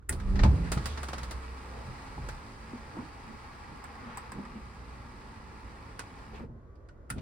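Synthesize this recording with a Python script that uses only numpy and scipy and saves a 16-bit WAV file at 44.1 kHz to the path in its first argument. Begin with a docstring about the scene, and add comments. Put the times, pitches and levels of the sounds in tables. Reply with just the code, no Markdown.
"""Electric sunroof sliding open

Heard from the front seat of a car parked in a quiet garage. A dashboard switch clicks, the panel
drops out of its seal with a thud, and the trim crackles. The geared motor hums while the panel
hisses and judders along its rails to the end stop; the switch clicks again around the end of the run."""
import sys
import numpy as np
from scipy import signal
from scipy.fft import rfft, irfft, next_fast_len
from scipy.io import wavfile
from scipy.ndimage import uniform_filter1d

SR = 44100
rng = np.random.default_rng(int(sys.argv[2]) if len(sys.argv) > 2 else 0)


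def output_pcm(signal):
    """Save a mono or channel-first signal as 16-bit PCM at the path in sys.argv[1].

    Samples are clipped to [-1, 1] before scaling.
    """
    pcm = np.clip(np.atleast_2d(signal).T, -1, 1) * 32767
    wavfile.write(sys.argv[1], SR, np.round(pcm).astype(np.int16))


N = 317961
TIME = np.arange(N) / SR

# motor shaft, slowing where the panel drags: time_s, speed_hz
SHAFT_SPEED = [(.1, 70), (.26, 64.3), (.42, 67.7), (.54, 57.7), (.74, 57), (.86, 72), (1.0, 72),
               (1.2, 62.5), (1.45, 64), (1.7, 63.3), (2.15, 51), (2.9, 57), (3.6, 52), (4.7, 61.4),
               (5.05, 60.5), (5.3, 55), (6.45, 55.4)]
# friction of the panel on its rails: time_s, level_db, extra_treble_db
SLIDING = [(.1, -57.5, -5), (.3, -55, 7.5), (.85, -50, 6), (1.4, -51.5, 3.5), (2.3, -50.5, 2.5),
           (2.5, -53, 3.5), (3.5, -51.5, 0), (4.2, -50, -4), (4.7, -54.5, 1.5), (6.25, -53.5, 0),
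           (6.4, -52, -6), (6.5, -66, -3)]


def from_db(db):
    """Decibels to gain."""
    return np.exp(np.asarray(db) * (np.log(10) / 20))


def unit(x):
    """Scales to an rms of 1."""
    return x / np.sqrt(np.mean(x ** 2) + 1e-20)


def noise(size=N):
    """Two unrelated channels of white noise."""
    return rng.standard_normal((2, size))


def decay(t, t60):
    """A fade of 60 dB every t60 seconds."""
    return from_db(-60 * t / t60)


def follow(rows, column):
    """One column of an automation curve at every sample."""
    rows = np.array(rows)
    return np.interp(TIME, rows[:, 0], rows[:, column])


def curve_at(points, hz):
    """An EQ curve joined by straight lines over log frequency."""
    freqs, values = np.transpose(points)
    return np.interp(np.log(hz + 1), np.log(freqs + 1), values)


def bins(x):
    """The frequencies of a signal's padded spectrum."""
    return np.fft.rfftfreq(next_fast_len(x.shape[-1], True), 1 / SR)


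def equalise(x, gain):
    """Filters by one gain per frequency bin."""
    size = next_fast_len(x.shape[-1], True)
    return irfft(rfft(x, size) * gain, size)[..., :x.shape[-1]]


def butter(x, order, hz, kind):
    """A low-pass or high-pass filter."""
    return signal.sosfilt(signal.butter(order, hz, kind, fs=SR, output="sos"), x)


def colour(x, tone, modes=()):
    """A broad EQ curve with resonant peaks on it; rms 1."""
    hz = bins(x)
    peaks_db = sum(lift / (1 + (2 * (hz - f) / width) ** 2) for f, width, lift in modes)
    return unit(equalise(x, from_db(curve_at(tone, hz) + peaks_db)))


def spread(pair, wider_db=0):
    """Mid and side become left and right: centred bass, wide upper range, narrower around 8-11 kHz."""
    # stereo width of the sound: freq_hz, side_to_mid_db
    width = [(30, -20), (60, -18), (120, -13), (220, -11), (380, -6.5), (700, -3), (1060, -2), (1380, 3.5),
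             (1800, -1.5), (2380, -5), (4400, 0), (5600, 2), (6650, 7), (7700, -3), (8500, -6), (11000, -2),
             (13000, 1)]
    # stereo balance: freq_hz, left_to_right_db
    balance = [(60, -1.5), (110, -1.5), (200, -2.5), (380, -0.5), (700, 0.5), (1290, 0), (2380, 0.0),
               (4400, -7.5), (8120, 0), (15000, 0)]
    hz = bins(pair)
    mid, side = pair[0], equalise(pair[1], from_db(curve_at(width, hz) + wider_db))
    lean = from_db(curve_at(balance, hz) / 2)
    return np.array([equalise(mid + side, lean), equalise(mid - side, 1 / lean)])


def waver(rate_hz):
    """A random drift of rms 1, turning about rate_hz times a second."""
    knots = rng.standard_normal(4096)
    return unit(np.interp(TIME * rate_hz, np.arange(len(knots)), knots))


def add(mix, start_s, sound):
    """Lays a stereo sound into the mix."""
    part = mix[:, max(round(start_s * SR), 0):][:, :sound.shape[1]]
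    part += sound[:, :part.shape[1]]


def running(start_s=0.09, rise_s=0.014, stop_s=6.475, fall_s=0.024):
    """Rise, hold and fall; by default the motor's run up to the end stop."""
    return np.clip((TIME - start_s) / rise_s, 0, 1) * np.clip((stop_s - TIME) / fall_s, 0, 1)


def strain(release_s=0.48, build_s=0.26, settle_s=0.45):
    """Builds to 1 as the panel pulls out of its seal, then dies away."""
    return np.exp(np.minimum((TIME - release_s) / build_s, (release_s - TIME) / settle_s))


def mode(hz, width_hz, t):
    """One struck resonance dying away, slightly out of step between left and right."""
    phase = rng.random() + 0.079 * rng.standard_normal((2, 1))
    return np.exp(-np.pi * width_hz * t) * np.sin(2 * np.pi * (hz * t + phase))


def cabin(pair, echo_db=-6, t60=0.072, echoes_per_s=2000):
    """Glass and trim return the sound within milliseconds and comb its upper range."""
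    t = np.arange(3072) / SR
    taps = noise(len(t)) * (rng.random((2, len(t))) < echoes_per_s / SR)
    taps = butter(taps * decay(t, t60) * (t > .002), 2, 1300, "high")
    taps /= np.linalg.norm(taps, axis=1, keepdims=True)
    return pair + from_db(echo_db) * signal.oaconvolve(pair, taps, axes=1)[:, :N]


def shake(tone, modes, smooth_s, size=N):
    """Bodywork vibrating: resonant noise held at an even strength."""
    vibration = spread(colour(noise(size), tone, modes))
    power = uniform_filter1d((vibration ** 2).mean(0), max(int(smooth_s * SR), 2))
    return vibration / np.sqrt(abs(power) + 1e-9)


def shudders(rows, tone, modes, ring_width_hz, ring_db, smooth_s):
    """Brief swells of shaking, each around one note."""
    out, t = np.zeros((2, N)), np.arange(-12288, 12288) / SR
    for middle_s, length_s, db, hz in rows:
        vibration = shake(tone, [*modes, (hz, ring_width_hz, ring_db)], smooth_s, size=len(t))
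        swell = np.exp2(-2 * (t / length_s) ** 2)  # above half power for length_s
        add(out, middle_s + t[0], (from_db(db) * swell * vibration)[:, middle_s + t >= 0])
    return out


def clicks(rows, tone, modes, *, rise_s, t60, body_gain_db, clack_db, crack_db, crack_t60,
           snap_gain_db, snap_decay, snap_wider_db, lift_db, ringing_db, ring_width_hz,
           cabin_db, cabin_t60):
    """A hard clack into a hollow, ringing body, with a shorter bright snap and a brief cabin tail."""
    out, t = np.zeros((2, N)), np.arange(6144) / SR
    direct = decay(t, crack_t60)
    tail = from_db(cabin_db) * decay(t, cabin_t60)
    body_fade = from_db(clack_db) * direct + decay(t, t60) + tail
    snap_fade = from_db(crack_db) * direct + decay(t, t60 * snap_decay) + tail
    attack = 1 - np.exp(-(t / rise_s) ** 2)
    for start_s, body_db, snap_db, ring_hz, ring_db in rows:
        burst = colour(noise(len(t)), tone, [*modes, (ring_hz, 0.25 * ring_hz, lift_db)])
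        body = equalise(burst, 1 / (1 + (bins(burst) / 6400) ** 10))  # the snap lies above 6400 Hz
        snap = spread(unit(burst - body), snap_wider_db)
        sound = from_db(body_db + body_gain_db) * spread(unit(body)) * body_fade
        sound += from_db(snap_db + snap_gain_db) * snap * snap_fade
        sound += from_db(ring_db) * mode(ring_hz, ring_width_hz, t)
        for hz, width, lift in modes:
            sound += from_db(body_db + ringing_db + lift) * mode(hz, width, t)
        add(out, start_s, sound * attack)
    return out


def garage_air(level_db=-70.5):
    """The room tone of the still garage."""
    # tone of the air: freq_hz, level_db
    tone = [(100, -19), (300, 2), (600, -13.5), (1200, -7.5), (2600, -26.5), (4000, -32), (8000, -40),
            (12000, -42), (16000, -55)]
    return from_db(level_db) * spread(colour(noise(), tone))


def body_rumble(rest_db=-51, strain_db=15, heave_db=-2):
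    """The car body rumbles softly, more under the strain of the seal, and heaves now and then."""
    # tone of the rumble: freq_hz, level_db
    tone = [(16, -11), (28, -3), (48, -0.5), (64, 1.5), (88, -3.5), (115, -7.5), (150, -13), (220, -27.5),
            (500, -80.5)]
    # deep heaves: middle_s, length_s, level_db, ring_hz
    heaves = [(.12, 0.027, -31.5, 85), (0.19, 0.05, -30.5, 61.6), (0.277, 0.034, -26, 47.6),
              (0.35, 0.099, -22.5, 28.9), (.445, 0.043, -16.5, 30.3), (0.505, 0.076, -21, 64),
              (.66, 0.21, -32, 45), (1.32, 0.083, -39, 55), (1.898, 0.071, -41, 62.06),
              (2.272, 0.15, -39, 45.6), (5.675, 0.044, -45.5, 54.9), (6.45, 0.14, -45, 55.98),
              (7.196, 0.075, -37, 57.5)]
    rumble = shake(tone, [], smooth_s=0.1) * from_db(rest_db + strain_db * strain() * running())
    heaving = shudders(heaves, tone, [], ring_width_hz=22, ring_db=9, smooth_s=0.054)
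    return rumble + from_db(heave_db) * heaving


def lingering_whine(whirr_start_s=6.4, whirr_db=-61):
    """As the panel comes to rest, a soft whirr lingers with a thin tone that rises and levels off."""
    # the thin tone: time_s, pitch_hz, level_db
    glide = [(6.5, 993, -85), (6.57, 1048, -74), (6.7, 1145, -72.5), (6.85, 1150, -75), (7.0, 1150, -78.5)]
    # tone of the whirr: freq_hz, level_db
    whirr_tone = [(150, -10), (340, 4), (560, -0.5), (760, -11), (1150, -12.5), (2000, -22.5),
                  (3000, -48.5), (5000, -44), (12000, -68)]
    pitch = follow(glide, 1) * (1 + 0.0057 * waver(55))
    gate = (TIME > glide[0][0]) & (TIME < glide[-1][0])
    whine = np.sqrt(2) * from_db(follow(glide, 2)) * gate * np.sin(2 * np.pi * np.cumsum(pitch) / SR)
    whirr = spread(colour(cabin(noise()), whirr_tone))
    return whine + whirr * from_db(whirr_db) * (TIME > whirr_start_s)


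def trim_crackles():
    """Latch, seal and trim snap and crackle, mostly as the panel pulls free."""
    # crackles: start_s, body_db, snap_db, ring_hz, ring_db
    hits = [(.124, -43.5, -47, 4900, -47), (.199, -48.5, -62, 1660, -48), (.356, -41.5, -77, 1780, -44),
            (.391, -35, -77, 1820, -29), (.434, -30.5, -49.5, 2400, -34), (.717, -34, -35.5, 4730, -41),
            (.721, -36, -49, 1440, -39), (.774, -39, -69, 1254, -31), (.856, -35.5, -41, 4840, -46),
            (.974, -38.5, -59, 1210, -54), (1.030, -39, -47, 1402, -51), (1.084, -39, -52, 1111, -45),
            (1.131, -37, -52, 1150, -42), (1.180, -40.5, -53, 1190, -45), (1.231, -42, -51, 4630, -56),
            (1.309, -41, -48, 4770, -59), (2.286, -41.5, -52, 1663, -44), (7.181, -53, -69, 3580, -59.5)]
    # tone of the crackles, with a gap near 12.5 kHz that is not the trim's own: freq_hz, level_db
    tone = [(250, 8), (800, 7), (1600, 6), (3000, -2.5), (4800, -4), (6700, -8), (8300, -3.5),
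            (10500, -1.5), (12500, -30), (15000, -6), (17000, -22)]
    # modes of the trim: freq_hz, width_hz, lift_db
    modes = [(1150, 220, -1), (5046, 650, -1), (8000, 850, 4.5)]
    return clicks(hits, tone, modes, rise_s=0.0012, t60=0.094, body_gain_db=0.5, clack_db=-10,
                  crack_db=-1, crack_t60=0.0089, snap_gain_db=-2.5, snap_decay=0.85, snap_wider_db=-1,
                  lift_db=4.5, ringing_db=-7.5, ring_width_hz=55, cabin_db=-18, cabin_t60=0.37)


def track_ticks():
    """The panel's shoes tick over joints in the track."""
    # ticks: start_s, body_db, snap_db, ring_hz, ring_db
    hits = [(3.8405, -45, -52.5, 1070, -39.5), (3.953, -51, -65, 1097, -50),
            (4.1727, -41.5, -41.5, 1040, -33), (4.179, -42, -54, 1214, -45),
            (4.319, -42.5, -48, 1050, -37.5), (4.452, -49, -73, 1230, -45)]
    # tone of the ticks, with a gap near 12.5 kHz that is not the track's own: freq_hz, level_db
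    tone = [(200, -3), (900, 7), (2000, 10), (3500, -7.5), (5000, -6), (6700, -12), (8500, 2), (10500, -7),
            (12500, -21), (15000, -6), (17000, -21)]
    # modes of the track: freq_hz, width_hz, lift_db
    modes = [(786, 50, 8), (1214, 74, -1), (1410, 62, -7), (1950, 125, -2), (4900, 294, 5),
             (8000, 560, 9.5), (8790, 300, 3)]
    return clicks(hits, tone, modes, rise_s=0.00047, t60=0.055, body_gain_db=-3, clack_db=-9,
                  crack_db=2, crack_t60=0.0089, snap_gain_db=-5, snap_decay=0.6, snap_wider_db=0,
                  lift_db=8, ringing_db=-9, ring_width_hz=49, cabin_db=-12.5, cabin_t60=0.17)


def switch_clicks():
    """The dashboard switch snaps over and rings its hollow mounting."""
    # clicks: start_s, body_db, snap_db, ring_hz, ring_db
    hits = [(.024, -74, -98, 1450, -59), (.0898, -53, -45, 1410, -35), (.0928, -38.5, -29.5, 1900, -35),
            (5.9925, -39, -48, 900, -49), (6.755, -76.5, -92, 4900, -78), (6.887, -57, -83, 1410, -65),
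            (7.095, -58, -72, 1410, -52), (7.1015, -37.5, -39.5, 1387, -41)]
    # tone of the clicks, with a gap near 12.5 kHz that is not the switch's own: freq_hz, level_db
    tone = [(200, -15), (900, -2), (1500, 2), (2300, 0.5), (4000, -6.5), (6700, -6), (8500, 8), (10800, 9),
            (12500, -28.5), (15000, 5), (17000, -16.5)]
    # modes of the switch and its mounting: freq_hz, width_hz, lift_db
    modes = [(1450, 110, 10), (890, 140, 5), (1824, 57, 8), (2002, 60, 5), (2380, 55, -1.5), (2540, 60, 9),
             (2860, 41, 0.5), (3290, 80, -0.5), (4060, 150, -1.5), (4900, 80, 4), (8060, 1100, 4.5),
             (9700, 500, 5.5)]
    return clicks(hits, tone, modes, rise_s=0.00064, t60=0.083, body_gain_db=0.5, clack_db=-4.5,
                  crack_db=8.5, crack_t60=0.011, snap_gain_db=-2.5, snap_decay=0.62, snap_wider_db=-2,
                  lift_db=11.5, ringing_db=-13.5, ring_width_hz=63, cabin_db=-14, cabin_t60=0.19)


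def panel_knocks(rise_s=0.00036, damping_hz=900, thud_db=-2, ringing_db=-13, note_decay=1.11):
    """A blow gives a short thud and leaves the panel ringing, most on the note of the struck spot."""
    # blows: start_s, level_db, depth_hz, brightness_hz, t60_s, ring_hz, ring_db
    blows = [(0.097, -42, 82.7, 406, 0.79, 380, -56), (0.433, -27, 85, 1100, 0.22, 112, -18),
             (.451, -26.5, 130, 650, 0.19, 198.6, -22), (.468, -31, 120, 330, .3, 141, -23.5),
             (0.484, -28, 60, 110, 0.25, 65, -11.5), (.769, -32, 120, 420, 0.088, 122, -24),
             (1.131, -39, 260, 900, 0.069, 734, -39), (2.179, -38.5, 69.1, 700, 0.061, 847, -35),
             (2.287, -47, 90, 550, 0.055, 470, -37.5), (2.733, -40.5, 229.7, 480, 0.11, 242.5, -36.5),
             (2.968, -52, 210, 600, 0.078, 323, -37.5), (2.988, -41, 210, 601, 0.13, 247, -35),
             (4.362, -57, 150, 456, 0.23, 322, -47), (4.385, -42, 171, 450, 0.17, 204.5, -37.5),
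             (4.556, -46, 180, 451, 0.13, 210, -39), (5.994, -46, 190, 899, 0.14, 459, -50),
             (6.398, -40, 191.6, 450, 0.094, 232, -36), (6.438, -47, 90, 447, 0.12, 460, -43.5),
             (6.495, -45, 90, 300, 0.11, 225, -42.5), (7.108, -38, 89, 260, 0.12, 279.6, -50)]
    # modes of the roof panel: freq_hz, width_hz, lift_db
    modes = [(65, 10, 15), (112.8, 5.5, 10), (141, 7, 11.5), (201, 27, 6), (268, 20, 6), (322, 17, 5),
             (420, 19, 3), (530, 40, 4.5), (810, 40, 6), (876, 57, 12), (1025, 120, 8), (1225, 80, 7)]
    out, t = np.zeros((2, N)), np.arange(16384) / SR
    for start_s, db, low_hz, bright_hz, t60, ring_hz, ring_db in blows:
        tone = [(low_hz / 3, -35), (low_hz, 0),
                (bright_hz, -6), (4 * bright_hz, -25), (30 * bright_hz, -70)]
        thud = from_db(thud_db) * spread(colour(noise(len(t)), tone, modes), wider_db=1)
        low = butter(thud, 2, damping_hz, "low")
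        sound = low * decay(t, t60) + (thud - low) * decay(t, t60 / 2)  # highs die twice as fast
        for hz, width, lift in modes:
            fade = from_db(ringing_db + lift + curve_at(tone, hz)) * np.exp(-np.pi * width * t)
            sound += fade * np.sin(2 * np.pi * (hz * t + rng.random()))
        note = from_db(ring_db) * decay(t, note_decay * t60) * np.sin(2 * np.pi * ring_hz * t)
        add(out, start_s, (from_db(db) * sound + note) * (1 - np.exp(-t / rise_s)))
    return out


def panel_judder(rest_db=-66, sliding_db=-58, strain_db=18, catch_db=-1):
    """The moving panel trembles; wherever it catches on its rails, it shudders around one note."""
    # tone of the trembling: freq_hz, level_db
    tone = [(90, -30.5), (140, -0.5), (230, 1), (285, -2), (320, -5.5), (370, -3), (470, -8.5), (650, -15),
            (1500, -26.5), (4000, -94)]
    # ringing of the panel: freq_hz, width_hz, lift_db
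    modes = [(128.7, 6.5, 15), (221, 21, 4), (262, 3.3, 4), (324, 11, 0.5), (408, 30, -1)]
    # catches: middle_s, length_s, level_db, ring_hz
    catches = [(.13, 0.034, -41, 392), (.42, 0.15, -39.5, 405), (.54, 0.062, -38.5, 268),
               (.6, 0.12, -39, 141), (.785, 0.043, -38, 123), (1.88, 0.072, -45, 128),
               (2.23, 0.08, -46.5, 117), (2.75, 0.048, -46.5, 246), (3.0, 0.082, -45.5, 314.3),
               (3.31, 0.069, -45.5, 227), (3.73, 0.05, -49, 144.1), (4.07, 0.075, -46.5, 240),
               (4.39, 0.063, -42.5, 200), (4.58, 0.057, -47.5, 214), (6.44, 0.043, -44.5, 236),
               (6.54, 0.074, -52, 226), (7.18, 0.051, -39.5, 185)]
    tremble = from_db(rest_db) + from_db(sliding_db + strain_db * strain()) * running()
    catching = shudders(catches, tone, modes, ring_width_hz=31, ring_db=12.5, smooth_s=0.044)
    return shake(tone, modes, smooth_s=0.091) * tremble + from_db(catch_db) * catching


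def scrapes(skirt_db=-16):
    """The panel's edge, or a finger on the switch, rubs in short swells, each around one pitch."""
    # strokes: start_s, length_s, level_db, pitch_hz
    strokes = [(0.421, 0.023, -47, 2300), (0.798, 0.21, -54, 3350), (0.63, 0.087, -50.5, 1715),
               (1.55, .42, -53.5, 510), (2.916, 0.13, -50.5, 881), (3.899, .45, -54, 1150),
               (3.901, .45, -61, 2070), (4.331, 0.28, -63, 1093), (6.319, 0.085, -58.5, 2430),
               (6.314, 0.074, -50, 437), (7.131, 0.11, -63.5, 2400)]
    out = np.zeros((2, N))
    for start_s, length_s, db, hz in strokes:
        swell = np.hanning(round(length_s * SR))
        tone = [(hz / 8, -50), (hz / 2, skirt_db), (hz, 0), (hz * 2, skirt_db), (hz * 8, -50)]
        add(out, start_s, from_db(db) * swell * spread(colour(noise(len(swell)), tone)))
    return out


def grit(level_db=-9, specks_per_s=260, scatter_db=2.5):
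    """Specks tick under the shoes; each rings one resonance of the rails, which grains the hiss."""
    # struck resonances: freq_hz, width_hz, relative_db
    modes = [(860, 82, -4.5), (1175, 86, -4), (1875, 120, -8.5), (2400, 230, -9), (5000, 280, -16)]
    out, t = np.zeros((2, N)), np.arange(1024) / SR
    for hz, width, db in modes:
        struck = rng.random(N) < specks_per_s / SR
        force = from_db(scatter_db * np.minimum(rng.exponential(1, N), 3.5))
        specks = struck * force * rng.choice([-1, 1], N)
        out += from_db(db) * unit(signal.oaconvolve(specks[None], mode(hz, width, t), axes=1)[:, :N])
    return out * from_db(level_db + follow(SLIDING, 1)) * running()


def singing_shoes(level_db=-0.5, wander=0.045, wander_hz=7, swell_db=1, swell_hz=14):
    """Stick and slip make the shoes sing roughly; each note drifts in pitch and level."""
    # notes of the shoes: pitch_hz, width_hz, relative_db
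    notes = [(470, 51, -17.5), (879.5, 60, -13.5), (1076, 62, -14.5), (1900, 116, -19)]
    out = np.zeros((2, N))
    for hz, width, db in notes:
        pole = np.exp(-np.pi * width / SR)
        smoothing = [1 - pole], [1, -pole]
        slips = signal.lfilter(*smoothing, signal.lfilter(*smoothing, noise()))
        angle = 2 * np.pi * np.cumsum(hz * (1 + wander * waver(wander_hz))) / SR
        out += from_db(db) * unit(slips * np.sin(angle) * from_db(swell_db * waver(swell_hz)))
    return spread(out) * from_db(level_db + follow(SLIDING, 1)) * running()


def rail_hiss(turns, level_db=-1.6, teeth=6, mesh_depth=0.13, grain_db=0.85, flutter_db=0.45):
    """Tiny slips of shoes and drive cable, pulsed by the gear, ring the rails."""
    # tone of the hiss, with a gap near 12.5 kHz that is not the rails' own: freq_hz, level_db
    tone = [(210, -46), (350, -15), (459, -6), (600, -7.5), (740, -2.5), (880, 1.5), (1090, -2), (1500, -5),
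            (1910, -5), (2500, -9), (3340, -18), (4900, -16.5), (6640, -30), (7900, -24), (9750, -25),
            (12200, -46), (15000, -36.5)]
    # resonances of the rails and gear housing: freq_hz, width_hz, lift_db
    modes = [(454.6, 51, -0.5), (548, 30, 3.5), (746, 50, -3.5), (840, 150, 4.5), (1220, 250, 3.5),
             (1590, 170, -0.5), (1900, 120, -1), (2450, 150, 0), (4330, 120, -2.5), (5130, 220, -2.5),
             (8000, 220, 0), (8900, 94, -2)]
    gear_pulse = 1 + mesh_depth * np.cos(2 * np.pi * teeth * turns)
    slips = noise() * from_db(grain_db * waver(500)) * gear_pulse
    hiss = colour(cabin(slips), tone, modes)
    treble = signal.sosfiltfilt(signal.butter(1, 3000, "high", fs=SR, output="sos"), hiss)
    hiss += (from_db(follow(SLIDING, 2)) - 1) * treble
    level = from_db(level_db + follow(SLIDING, 1) + flutter_db * waver(30))
    return spread(hiss) * level * running(start_s=0.089, stop_s=6.49, fall_s=0.067)


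def seal_groan(turns, level_db=-36):
    """The seal groans on the shaft's third order until the panel is free."""
    fade = running(start_s=0.17, rise_s=0.16, stop_s=0.86, fall_s=0.25)
    return from_db(level_db) * fade * np.sqrt(2) * np.sin(2 * np.pi * 3 * turns)


def motor_hum(turns, level_db=-2, usual_db=-50, load_share=0.31):
    """Twenty shaft orders swell and fade as the load on the gear shifts; the seal's groan joins them."""
    # strength of the orders in the cabin: freq_hz, level_db
    tone = [(45, -12.5), (68, -1), (90, -7.5), (115, -7), (160, -14), (245, -7), (300, -17.5), (380, -20),
            (450, -14.5), (560, -19.5), (680, -24.5), (860, -28), (1100, -22.5), (1400, -14.5)]
    # load on the motor, heavy until the panel clears its seal: time_s, level_db
    load = [(.1, -32), (.75, -34.5), (.88, -29.5), (1.55, -37), (2.1, -44), (2.9, -42.5), (3.5, -84),
            (4.7, -42.5), (5.4, -51), (6.45, -47)]
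    hop = 256
    speed_hz, load_db = follow(SHAFT_SPEED, 1)[::hop], follow(load, 1)[::hop]
    hum = np.zeros(N)
    for order in range(1, 21):
        # a hard-working motor gains mostly in its first order, which also wavers least
        order_db = load_db if order == 1 else usual_db + load_share * (load_db - usual_db)
        unsteady = 0.25 if order == 1 else 0.51
        strength = from_db(level_db + order_db + curve_at(tone, order * speed_hz))
        partial = np.sin(2 * np.pi * (order * turns + rng.random()))
        hum += np.interp(TIME, TIME[::hop], strength) * (1 + unsteady * waver(9)) * partial
    return (hum + seal_groan(turns)) * running() * from_db([[-.6], [.6]])  # a little to the right


def scene():
    """Drive, switch, trim and roof in the cabin; one shaft times both the hum and the gear's pulse."""
    turns = np.cumsum(follow(SHAFT_SPEED, 1) * (1 + 0.00904 * waver(25))) / SR
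    drive = motor_hum(turns) + rail_hiss(turns) + singing_shoes() + scrapes() + lingering_whine()
    small_parts = switch_clicks() + trim_crackles() + track_ticks() + grit()
    bodywork = body_rumble() + panel_judder() + panel_knocks()
    return drive + small_parts + bodywork + garage_air()


def record(dry, low_cut_hz=20, high_cut_hz=16000):
    """Sound reaches the left microphone port a little late; both ends of the range are then cut."""
    # lag of the left port behind the right: freq_hz, phase_rad
    port_lag = [(0, 0.15), (1000, 0.079), (4500, 0.19), (8000, 0), (16000, 0.5)]
    hz = bins(dry)
    left = equalise(dry[0], np.exp(-1j * np.interp(hz, *np.transpose(port_lag))))
    ports = equalise(np.array([left, dry[1]]), 1 - 1 / (1 + (hz / low_cut_hz) ** 8))
    high_cut = signal.firwin(511, high_cut_hz, window=("kaiser", 9), fs=SR)
    return signal.oaconvolve(ports, high_cut[None], "same")


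dry = scene()
out = record(dry)
output_pcm(out)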